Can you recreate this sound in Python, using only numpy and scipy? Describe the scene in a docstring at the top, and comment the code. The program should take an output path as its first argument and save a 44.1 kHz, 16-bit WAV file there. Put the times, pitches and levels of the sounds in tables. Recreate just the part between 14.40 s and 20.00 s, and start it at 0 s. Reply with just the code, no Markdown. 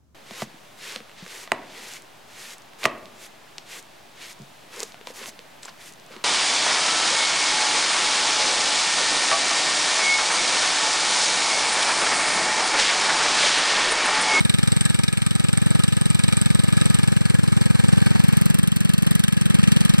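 """Garden tractor on a lawn

A one-cylinder four-stroke chugs away and turns side-on. Each firing sends a thump out of the
muffler, knocks its shell and spits gas in a sharp burst and a softer puff; some jolt loose panels.
Fan and gears whir and rattle underneath. Trees echo faintly and a light breeze rumbles.
The two microphone ports are in opposite polarity in the bass."""
import sys
import numpy as np
from scipy import signal
from scipy.fft import rfft, irfft, next_fast_len
from scipy.io import wavfile

SR = 44100
rng = np.random.default_rng(int(sys.argv[2]) if len(sys.argv) > 2 else 0)


def to_wav(sig):
    """Store sig (one row per channel, or 1-D mono) as 16-bit WAV at the path in sys.argv[1].

    Samples outside -1..1 are clipped; the rate is SR.
    """
    pcm = np.clip(np.atleast_2d(sig), -1, 1) * 32767
    pcm = np.round(pcm).astype(np.int16)
    wavfile.write(sys.argv[1], SR, pcm.T)  # frames by channels


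N = 246953
NFFT = next_fast_len(N + SR // 2)
TIME_S = np.arange(N) / SR
FREQ_HZ = np.maximum(np.arange(NFFT // 2 + 1) * SR / NFFT, 1)

# governed engine speed: t/s, firing rate/Hz
FIRING_RATE = [(0.0, 22.055), (0.36, 22.441), (0.76, 21.656), (0.96, 22.715), (1.16, 22.569),
               (1.42, 23.068), (1.74, 22.12), (1.92, 22.599), (2.14, 22.384), (2.5, 23.002), (2.74, 22.436),
               (2.92, 22.516), (3.34, 21.997), (4.0, 23.008), (4.52, 22.908), (4.8, 23.408), (4.94, 22.831),
               (5.6, 22.834)]
# tractor heading: t/s, view (0 from behind, 1 side-on)
HEADING = [(3.5, 0), (4.25, 1)]
# engine pull as the governor opens and closes: t/s, effort/dB
EFFORT = [(0.0, 0.1), (0.6, -0.1), (0.73, -3.0), (0.9, -2.8), (1.37, 1.8), (1.47, -0.8), (2.3, 0.3),
          (2.4, 2.4), (2.83, -0.8), (3.63, 2.4), (4.07, 0.9), (4.33, -2.7), (4.5, -1.0), (4.6, -2.0),
          (4.7, 0.9), (4.9, -3.5), (5.2, 1.7), (5.6, 1.3)]
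# exhaust hiss beyond effort: t/s, level/dB
HISS = [(0.0, 0.9), (0.1, 3.5), (1.3, -0.8), (1.4, 1.2), (1.73, 0.0), (1.84, 2.9), (2.27, -0.5),
        (2.53, 1.4), (2.8, -1.5), (2.9, 0.6), (3.0, -2.4), (3.18, -0.8), (3.4, -2.4), (4.3, -2.2),
        (4.8, -.2), (5.6, 0.8)]
# by part: offset/dB, effort slope/(dB/dB), hiss slope/(dB/dB), drift/(dB/s), side-on gain/dB
DRIVE_RESPONSE = {"thump": (.4, .75, -.1, .4, -1.5), "knock": (-.1, 1.05, -.1, .15, -.4),
                  "spit": (-1.6, -.2, 1.4, .2, .4), "whistle": (.1, .2, .7, .1, -.3),
                  "puff": (-.7, .7, .5, .1, .3), "whir": (-.5, .65, .35, -.1, .7)}
# gears taking up load: t/s, level/dB
GEAR_LOAD = [(0, -.2), (.8, -.6), (2.2, -.3), (2.4, .8), (2.8, -.6), (3.3, -.5), (3.55, .8), (3.9, 2.3),
             (4.3, .3), (5.0, .4), (5.35, 1.7), (5.6, .5)]
# fan and gear spectrum: f/Hz, rear level/dB, side-on level/dB
WHIR_SPECTRUM = [(30, -24.4, -22.0), (150, -16.5, -11.6), (400, -26.5, -20.5), (700, -26, -25),
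                 (1250, -28.2, -28.0), (1650, -27.3, -27.3), (2600, -29.7, -28.3), (3500, -27.1, -29.5),
                 (4600, -34.5, -35.0), (6700, -35.7, -39.0), (8200, -34.4, -37.7), (9600, -41, -42),
                 (11500, -43.5, -47), (14000, -54, -57), (16000, -66.1, -65.7)]
# gear and chassis rattle spectrum: f/Hz, rear level/dB, side-on level/dB
RATTLE_SPECTRUM = [(400, -38, -40), (1300, -21, -21.5), (2300, -21, -20.5), (3300, -29, -29),
                   (4000, -24, -24), (4400, -23, -19), (4900, -29, -26), (6500, -35, -33), (8400, -29, -28),
                   (11000, -34, -33), (16000, -57, -56)]
# muffler and pipe modes: f/Hz, t60/s, level/dB
MUFFLER_MODES = [(298, .08, -31), (345, .05, -31), (390, .03, -28), (510, .04, -27), (560, .04, -32),
                 (618, .05, -32), (772, .06, -39), (895, .045, -32), (965, .04, -38), (1065, .06, -34),
                 (1150, .007, -30.5), (1258, .07, -45), (1550, .07, -42), (1672, .07, -40),
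                 (2245, .06, -43)]
# drop in the whistle: t/s, level/dB
WHISTLE_FADE = [(2.55, .8), (2.68, -4.8)]
# valve burst spectrum: f/Hz, rear level/dB, side-on level/dB
SPIT_SPECTRUM = [(700, -22.1, -21.0), (1600, -18.5, -16.5), (2400, -13.1, -17.5), (3200, -12.8, -8.8),
                 (3800, -12, -13.1), (4600, -17.5, -17.5), (5700, -18.7, -18.4), (6600, -27.5, -20),
                 (7400, -20.3, -20.4), (9700, -26.5, -24.2), (11000, -25.7, -23.2), (12500, -35.1, -32.4),
                 (14000, -36.5, -37), (16000, -52, -47)]
# treble flare in the turn: t/s, level/dB
TREBLE_FLARE = [(0, -45), (3.7, -40), (3.9, -21.5), (4.15, -17.5), (4.33, -24), (4.47, -22), (4.72, -22),
                (4.95, -33), (5.6, -32)]
# harder firings: t/s, extra spit/dB, extra whistle/dB
HARD_FIRINGS = [(.05, 2, 2), (.095, 2, 2), (.32, 1, 4.5), (.364, 1, 4), (.41, 1, 5), (.453, 1, 5),
                (.635, 1.5, -1), (.68, 2.5, .5), (.863, 1.5, 4), (.997, 1.5, 5), (1.13, 2, 4.5),
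                (1.174, 1.5, 4), (1.437, 4, 5), (1.613, 1, 2), (1.926, 1, 4.5), (2.455, 1, 3.5),
                (1.97, 1, 4), (2.013, 1.5, 3), (2.41, 1, 4.5), (2.544, 2, 5), (3.121, 1, 5), (3.483, 1, 5),
                (3.528, 3, 1), (3.969, 2, 3), (4.143, 1, 5), (4.187, 3, 7), (4.23, -1, 5), (4.534, 3, 1),
                (4.837, 6, 3), (5.319, 2.5, 4)]
# exhaust pulse spectrum: f/Hz, rear level/dB, side-on level/dB
THUMP_SPECTRUM = [(22, 8.4, 10.3), (45, 17.5, 20.1), (66, 13.5, 15.8), (90, 32.5, 30.6), (113, 37.8, 35.3),
                  (158, 37.7, 39.9), (204, 34.1, 38.2), (228, 30.5, 33.6), (255, 18.8, 22.6), (330, 0, 0)]
# muffler chambers: f/Hz, width/Hz, share (negative opposes the thump)
CHAMBERS = [(96, 40, .14), (178, 24, -.22)]
# exhaust stroke spectrum: f/Hz, rear level/dB, side-on level/dB
PUFF_SPECTRUM = [(300, -32.3, -32.3), (500, -21.0, -21.6), (900, -23.0, -21.1), (1300, -22.7, -20.9),
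                 (1650, -18.6, -17.9), (2700, -20.2, -20.5), (3600, -19.4, -16.9), (4600, -26.6, -23.1),
                 (6800, -33.0, -26.9), (8200, -19.6, -22.7), (9600, -32.8, -28.5), (11000, -33.5, -31.6),
                 (14500, -44.7, -42.8), (16000, -59.4, -49.6)]
# sheet metal clanks: t/s, level/dB, f/Hz, width/Hz
CLANKS = [(.051, -9, 3690, 250), (.096, -4, 3730, 280), (.23, -10, 3370, 350), (.636, -12, 4700, 1150),
          (.681, -13, 4700, 1150), (.682, -7, 3600, 200), (1.395, -15, 3000, 700), (1.438, -12, 3330, 200),
          (1.838, -11, 4300, 800), (1.883, -15, 3000, 900), (2.06, -11, 3400, 300), (2.195, -15, 4200, 700),
          (2.283, -14, 3000, 150), (2.414, -13, 2480, 150), (2.502, -13, 2480, 150),
          (2.545, -11, 2890, 400), (2.856, -15, 4400, 300), (2.9, -15, 4350, 300), (3.078, -10, 3000, 130),
          (3.215, -12, 4450, 130), (3.258, -12, 4450, 160), (3.35, -15, 4400, 300), (4.45, -13, 4350, 110),
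          (4.536, -10, 4400, 150), (4.58, -11, 4400, 100), (4.668, -12, 3400, 350), (4.711, -11, 3690, 200),
          (4.796, -13, 3090, 180), (4.839, -8, 3730, 250), (4.883, -11, 3090, 160), (5.057, -9, 3650, 300),
          (5.101, -12, 3370, 200), (5.145, -13, 3330, 200), (5.275, -16, 3400, 900), (5.32, -13, 3170, 200),
          (5.364, -11, 3130, 200), (5.408, -14, 4400, 900), (5.497, -13, 4800, 1150),
          (5.54, -16, 4400, 1150)]
# hood and casing resonances: f/Hz, width/Hz, lift/dB in views 0, 1, 2
CASING_MODES = [(770, 40, 5.5, 6, 3), (905, 70, 4.5, 5, 3), (1075, 70, .5, 4, 5.5), (1262, 45, 7, 4, 5),
                (1555, 60, 4, 6, 3), (1676, 55, 5.5, 6.5, 6.5), (1900, 200, -1, .3, 2), (2245, 70, 3, 4, 1),
                (2400, 160, 4.5, 4.5, 3.5), (2680, 150, -4, -.5, 2.5), (2940, 150, 5, 3, 3),
                (3200, 300, 1.5, 2, 4.5), (3550, 250, 3, 2, 1.5), (3860, 160, 5, 1, 2.5),
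                (4100, 150, -3, -.5, -2.5), (4420, 260, .3, 2, 1.5), (4750, 200, 2.3, 1, -.5),
                (5650, 350, 3, 3, 3), (6200, 300, -.3, -2.5, 1.5), (6750, 450, -.3, 2.5, 2),
                (7500, 600, -3, -.3, 2), (8880, 300, 2.5, 3, 2.5), (9600, 800, -4, .3, 1.5),
                (10900, 900, 3, 3, 2.5)]
# heading for the casing's ring: t/s, view (0 angled left, 1 straight away, 2 side-on)
CASING_VIEW = [(2.55, 0), (2.75, 1), (3.75, 1), (4.2, 2)]
# microphone ports, tractor from behind: f/Hz, left minus right/dB, left lead/rad, coherence
PORTS_BEHIND = [(60, 0.9, 3.1, 0.999), (250, 0.5, 3.1, 0.998), (420, 0.0, 3.15, 0.994),
                (600, -0.3, 3.06, 0.98), (770, -4.2, 3.22, 0.91), (1080, -3.8, 3.05, 0.8),
                (1260, -7.8, 5.82, 0.66), (1650, 2.0, 5.62, 0.87), (2000, 5.4, 5.03, 0.49),
                (2250, 9.0, 4.62, 0.54), (2850, 3.6, 3.36, 0.88), (3350, 0.4, 3.22, 0.96),
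                (3700, -3.0, 3.23, 0.86), (3920, -9.2, 2.0, 0.54), (4300, -0.4, -0.07, 0.78),
                (4800, 3.9, -0.26, 0.78), (5300, 4.5, -0.61, 0.31), (5750, 6.9, -1.22, 0.61),
                (6500, 0.2, -2.9, 0.76), (7100, -4.6, -1.57, 0.27), (7800, -5.0, -0.19, 0.78),
                (8700, -2.8, -0.05, 0.83), (9500, -0.8, -2.58, 0.12), (10400, -4.4, -5.52, 0.07),
                (11000, -2.8, -4.24, 0.66), (12000, -0.6, -6.6, 0.26), (12600, 0.1, -6.34, 0.89),
                (15000, 1.2, -6.18, 0.33)]
# microphone ports, tractor side-on: f/Hz, left minus right/dB, left lead/rad, coherence
PORTS_SIDE_ON = [(60, 0.9, 3.08, 0.998), (250, 0.5, 3.09, 0.999), (420, 0.1, 3.14, 0.99),
                 (600, 0.1, 3.0, 0.97), (770, -1.9, 3.21, 0.87), (1080, -3.0, 2.85, 0.86),
                 (1260, -8.5, 5.29, 0.38), (1650, 1.6, 5.58, 0.85), (2000, 5.2, 4.74, 0.44),
                 (2300, 5.6, 4.01, 0.33), (2850, 2.4, 3.27, 0.91), (3450, 0.1, 3.17, 0.97),
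                 (3800, -2.6, 2.74, 0.85), (4050, -4.5, 0.46, 0.27), (4350, -1.3, -0.22, 0.86),
                 (4800, 4.3, -0.14, 0.72), (5100, 4.2, 0.8, 0.09), (5500, 4.8, -2.18, 0.68),
                 (6400, 1.0, -3.01, 0.95), (7100, -2.0, -2.66, 0.78), (7600, -8.1, -2.02, 0.33),
                 (8100, -5.3, -0.6, 0.79), (8900, 1.5, -0.94, 0.71), (9600, -1.8, -1.78, 0.8),
                 (10700, -7.6, -2.68, 0.18), (11400, -0.9, -5.16, 0.83), (12300, -0.5, -5.09, 0.18),
                 (15000, 0.1, -6.31, 0.75)]


def undb(db):
    """Decibels to gain."""
    return 10 ** (np.asarray(db) / 20)


def curve(table):
    """Breakpoints joined linearly in time."""
    return np.interp(TIME_S, *np.transpose(table))


def spectra(table):
    """Each column interpolated over log frequency."""
    hz, *columns = np.transpose(table)
    return [np.interp(np.log(FREQ_HZ), np.log(hz), column) for column in columns]


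def filtered(x, response):
    """Apply a frequency response."""
    return irfft(rfft(x, NFFT) * response, NFFT)[..., :N]


def lowpass(hz, order):
    """Zero-phase low-pass response."""
    return 1 / (1 + (FREQ_HZ / hz) ** order)


def band(hz, half_width_hz, order=4):
    """Zero-phase band-pass response."""
    return 1 / (1 + ((FREQ_HZ - hz) / half_width_hz) ** order)


def radiate(x, table):
    """Blend rear and side-on spectra by heading."""
    side_on = curve(HEADING)
    rear, flank = (filtered(x, undb(db)) for db in spectra(table))
    return (1 - side_on) * rear + side_on * flank


def pulses(times_s, scatter_db):
    """Impulses of random strength."""
    gains = undb(scatter_db * rng.standard_normal(len(times_s)))
    inside = (times_s >= 0) & (times_s < TIME_S[-1])
    return np.bincount((times_s[inside] * SR).astype(int), gains[inside], N)


def bursts(times_s, rise_s, fall_s, scatter_db):
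    """Envelope peaking at each time: Gaussian rise, exponential fall."""
    t = np.arange(-SR // 20, SR // 20) / SR
    shape = np.exp(-(np.minimum(t, 0) / rise_s) ** 2 / 2 - np.maximum(t, 0) / fall_s)
    return signal.fftconvolve(pulses(times_s, scatter_db), shape, "same")


def turbulence():
    """Rushing air in two rows: direct and scattered."""
    return rng.standard_normal((2, N))


def firing_times(first_cycles=.23):
    """One exhaust pulse per engine cycle."""
    cycles = np.cumsum(curve(FIRING_RATE)) / SR - first_cycles
    return np.interp(np.arange(int(cycles[-1]) + 1), cycles, TIME_S)


def drive_db(part):
    """A part's level follows effort, hiss, a slow drift and the turn."""
    offset_db, per_effort, per_hiss, drift_db_per_s, side_on_db = DRIVE_RESPONSE[part]
    engine_db = per_effort * curve(EFFORT) + per_hiss * curve(HISS)
    drift_and_turn_db = drift_db_per_s * (TIME_S - TIME_S.mean()) + side_on_db * curve(HEADING)
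    return offset_db + engine_db + drift_and_turn_db


def hard_firings_db(width_s=.015):
    """Extra spit and whistle around each hard firing."""
    return sum(np.outer(extra_db, np.exp(-((TIME_S - at_s) / width_s) ** 2))
               for at_s, *extra_db in HARD_FIRINGS)


def whir(firings_s, throb=.3, gain_db=-4.3, shelf_hz=260, shelf_db=-1.2):
    """Fan and gears run on, swelling a little after each firing."""
    swell = 1 + throb * bursts(firings_s, rise_s=.004, fall_s=.02, scatter_db=3)
    shelf = undb(shelf_db * lowpass(shelf_hz, 4))
    return undb(gain_db) * filtered(radiate(swell * turbulence(), WHIR_SPECTRUM), shelf)


def rattle(rate_hz=120, gain_db=-9.5):
    """Gears and loose fittings tick at random as the wheels roll."""
    ticks_s = rng.uniform(0, TIME_S[-1], int(rate_hz * TIME_S[-1]))
    gate = bursts(ticks_s, rise_s=.0005, fall_s=.002, scatter_db=2.2)
    return undb(gain_db) * radiate(gate * turbulence(), RATTLE_SPECTRUM)


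def breeze(gain_db=-32.5, corner_hz=150, gust_db=1.2, knots=20):
    """Light air rumbles on each port separately."""
    gust = np.interp(TIME_S, np.linspace(0, TIME_S[-1], knots), rng.standard_normal(knots))
    rumble = filtered(rng.standard_normal((2, N)), undb(gain_db) / (1 + 1j * FREQ_HZ / corner_hz))
    return rumble * undb(gust_db * gust)


def knock(firings_s, valve_lead_s=.0078, lag_s=.0007, bass_lag_s=.0013, jitter_s=.00015,
          turn_lag_s=.0011, turn_db=-2.5, spread_db=2.2):
    """The muffler rings softly as the valve opens, then hard as the gas slug hits, low modes last."""
    valve = filtered(pulses(firings_s - valve_lead_s, scatter_db=1.5), lowpass(680, 4))
    # side-on, the blow comes round the hood later and weaker
    late_s = lag_s + turn_lag_s * np.interp(firings_s, *np.transpose(HEADING))
    late_s += jitter_s * rng.standard_normal(len(firings_s))
    blow = pulses(firings_s + late_s, scatter_db=.9) * undb(turn_db * curve(HEADING))
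    bass = lowpass(700, 8)
    bass_delay = 1 - bass + bass * np.exp(-2j * np.pi * FREQ_HZ * bass_lag_s)
    push = filtered(blow, bass_delay) + valve
    # each blow favours other modes
    shares = undb(spread_db * rng.standard_normal((len(firings_s), len(MUFFLER_MODES)))).T
    t, out = TIME_S[:SR // 5], 0
    for (hz, t60_s, db), share in zip(MUFFLER_MODES, shares):
        ring = undb(db - 60 * t / t60_s) * np.sin(2 * np.pi * hz * t)
        out += signal.oaconvolve(push * np.interp(TIME_S, firings_s, share), ring)[:N]
    return out


def whistle(firings_s, lead_s=.0044, again_s=.0076, again_db=-9, sustain_db=-25, gain_db=-10.6):
    """The jet sings on the outlet's edge with the spit, again with the puff, faintly in between."""
    first = bursts(firings_s - lead_s, rise_s=.0013, fall_s=.0024, scatter_db=.8)
    again = bursts(firings_s - lead_s + again_s, rise_s=.001, fall_s=.002, scatter_db=1.5)
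    gate = first + undb(again_db) * again + undb(sustain_db)
    return undb(gain_db) * filtered(gate * turbulence(), band(hz=8260, half_width_hz=480, order=2))


def spit(firings_s, lead_s=.0042, gain_db=-3.2):
    """Gas at full pressure bursts past the opening exhaust valve."""
    gas = bursts(firings_s - lead_s, rise_s=.0013, fall_s=.0034, scatter_db=1.2) * turbulence()
    flare = filtered(gas * undb(curve(TREBLE_FLARE)), band(hz=10600, half_width_hz=3500))
    return undb(gain_db) * radiate(gas, SPIT_SPECTRUM) + flare


def thump(firings_s, muffler_hz=310, lag_s=.0003, skew_rad=-.45, gain_db=1.8,
          turn_lag_s=.001, turn_skew_rad=-.95):
    """The muffler smooths each gas slug into one deep pressure swing; its chambers hum on."""
    # side-on, the swing comes later and rebounds further
    late_s = lag_s + turn_lag_s * np.interp(firings_s, *np.transpose(HEADING))
    phase_rad = skew_rad + turn_skew_rad * curve(HEADING)
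    swing = radiate(-pulses(firings_s + late_s, scatter_db=.55), THUMP_SPECTRUM)
    skewed = np.real(signal.hilbert(swing, NFFT)[:N] * np.exp(-1j * phase_rad))
    chambers = 1 + sum(share / (1 + 2j * (FREQ_HZ - hz) / width_hz) for hz, width_hz, share in CHAMBERS)
    return undb(gain_db) * filtered(skewed, chambers * lowpass(muffler_hz, 10))


def bark(firings_s, lag_s=.0012, pipe_hz=820, pipe_db=-23, low_hz=150, low_db=-5.5):
    """Tail pipe eddies give each firing a hoarse bark."""
    gate = bursts(firings_s + lag_s, rise_s=.004, fall_s=.009, scatter_db=1.0)
    pipe = undb(pipe_db) * band(pipe_hz, half_width_hz=350)
    low_hump = undb(low_db) / (1 + 6 * np.log2(FREQ_HZ / low_hz) ** 2)
    return filtered(gate * turbulence(), pipe + low_hump * lowpass(pipe_hz, 4))


def puff(firings_s, lag_s=.0029, gain_db=-2.1):
    """The piston pushes out the remaining gas, softer and longer."""
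    gate = bursts(firings_s + lag_s, rise_s=.002, fall_s=.006, scatter_db=1.0)
    return undb(gain_db) * radiate(gate * turbulence(), PUFF_SPECTRUM)


def chuff(firings_s, lag_s=.005, gain_db=-16):
    """Gas tumbles hollowly through the baffles after each blow."""
    gate = bursts(firings_s + lag_s, rise_s=.003, fall_s=.012, scatter_db=2.5)
    return undb(gain_db) * filtered(gate * turbulence(), band(hz=410, half_width_hz=140))


def burble(firings_s, lag_s=.008, hz=155, gain_db=-9):
    """Gas sloshes unevenly in the muffler between thumps."""
    gate = bursts(firings_s + lag_s, rise_s=.004, fall_s=.03, scatter_db=2.5)
    hump = undb(gain_db) / (1 + (1.6 * np.log2(FREQ_HZ / hz)) ** 4)
    return filtered(gate * rng.standard_normal(N), hump)


def clanks(decay_s=.005, gain_db=-4, length=4096):
    """Firings jolt loose sheet metal: a broad clank, or one panel's narrow ring."""
    out = np.zeros((2, N + length))
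    bins_hz = np.fft.rfftfreq(length, 1 / SR)
    for at_s, db, hz, width_hz in CLANKS:
        shake = rng.standard_normal((2, length)) * np.exp(-TIME_S[:length] / decay_s)
        detune = 1j * (bins_hz - hz) / width_hz
        panel = undb(gain_db + db) / (1 + np.sqrt(2) * detune + detune ** 2)
        start = int(at_s * SR)
        out[:, start:start + length] += irfft(rfft(shake) * panel)
    return out[:, :N]


def recolour(x, firings_s, spread_db=1.3, span_hz=(900, 10000), bands=7):
    """Each band takes a new random level every firing."""
    position = np.interp(np.log(FREQ_HZ), np.log(span_hz), [0, bands - 1])
    gains = undb(spread_db * rng.standard_normal((len(firings_s), bands))).T
    return sum(filtered(x, np.clip(1 - np.abs(position - k), 0, 1)) * np.interp(TIME_S, firings_s, gain)
               for k, gain in enumerate(gains))


def casing(x):
    """Hood and casing ring with the noise; the turn brings other resonances to face the listener."""
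    facing, out = curve(CASING_VIEW), 0
    hz, width_hz, *views = np.transpose(CASING_MODES)
    bells = 1 / (1 + 2j * (FREQ_HZ - hz[:, None]) / width_hz[:, None])
    for view, lifts_db in enumerate(views):
        response = np.prod(1 + (undb(lifts_db)[:, None] - 1) * bells, axis=0)
        weight = np.clip(1 - np.abs(facing - view), 0, 1)
        out += weight * filtered(x, response)
    return out


def canopy(x, gain_db=-14, decay_s=.008, highpass_hz=700, count=14):
    """Roof and struts of a cart by the microphone add close reflections above the bass."""
    lags_s = rng.uniform(.001, .02, count)
    gains = rng.choice([-1, 1], count) * np.exp(-lags_s / decay_s)
    taps = np.bincount((lags_s * SR).astype(int), gains / np.linalg.norm(gains))
    return undb(gain_db) * filtered(x, rfft(taps, NFFT) / (1 + (highpass_hz / FREQ_HZ) ** 2))


def tree_line(x, delay_s=.19, t60_s=.7, gain_db=-27, corner_hz=3000):
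    """Trunks at the wood's edge scatter back a faint, dull echo."""
    t = TIME_S[:SR] - delay_s
    tail = rng.standard_normal(SR) * (t > 0) * undb(-60 * np.abs(t) / t60_s)
    echo = signal.fftconvolve(x, tail[None] / np.linalg.norm(tail))[:, :N]
    return filtered(echo, undb(gain_db) / (1 + 1j * FREQ_HZ / corner_hz))


def ports(body, rush, table):
    """Each port has its own level and phase; the rush is only partly coherent between them."""
    balance_db, lead_rad, coherence = spectra(table)
    shared, scattered = filtered(rush, np.sqrt(np.array([1 + coherence, 1 - coherence]) / 2))
    left, right = undb(balance_db / 2), undb(-balance_db / 2)
    norm = np.sqrt((left ** 2 + right ** 2) / 2)
    return np.array([filtered(body + shared + scattered, left / norm),
                     filtered(body + shared - scattered, right / norm * np.exp(-1j * lead_rad))])


def scene(jet_db=-1.3, rush_db=-.6, shadow_db=-1.5, bark_growth=1.6):
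    """One firing sequence drives the engine; the outlet is shadowed once side-on."""
    firings_s, side_on = firing_times(), curve(HEADING)
    hard_spit_db, hard_whistle_db = hard_firings_db()
    spit_db = drive_db("spit") + hard_spit_db
    whistle_db = drive_db("whistle") + hard_whistle_db + curve(WHISTLE_FADE)
    knock_db = drive_db("knock")

    body = undb(drive_db("thump")) * (thump(firings_s) + burble(firings_s))
    body += undb(knock_db) * knock(firings_s)
    jet = undb(spit_db) * spit(firings_s) + undb(whistle_db) * whistle(firings_s)
    gas = recolour(undb(jet_db) * jet + undb(drive_db("puff")) * puff(firings_s), firings_s)
    eddies = undb(bark_growth * knock_db) * bark(firings_s)
    gears = undb(drive_db("whir") + curve(GEAR_LOAD)) * (whir(firings_s) + rattle())
    baffles = undb(knock_db) * chuff(firings_s)
    rush = undb(rush_db + shadow_db * side_on) * (gas + eddies + gears + baffles)

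    engine = np.vstack([body, casing(rush + clanks())])  # rows: body, direct rush, scattered rush
    field = engine + canopy(engine) + tree_line(engine)
    rear, flank = (ports(field[0], field[1:], table) for table in (PORTS_BEHIND, PORTS_SIDE_ON))
    return (1 - side_on) * rear + side_on * flank + breeze()


def record(dry, cutoff_hz=15800):
    """Steep elliptic low-pass."""
    return signal.sosfilt(signal.ellip(8, .2, 70, cutoff_hz, fs=SR, output="sos"), dry)


dry = scene()
out = record(dry)
to_wav(out)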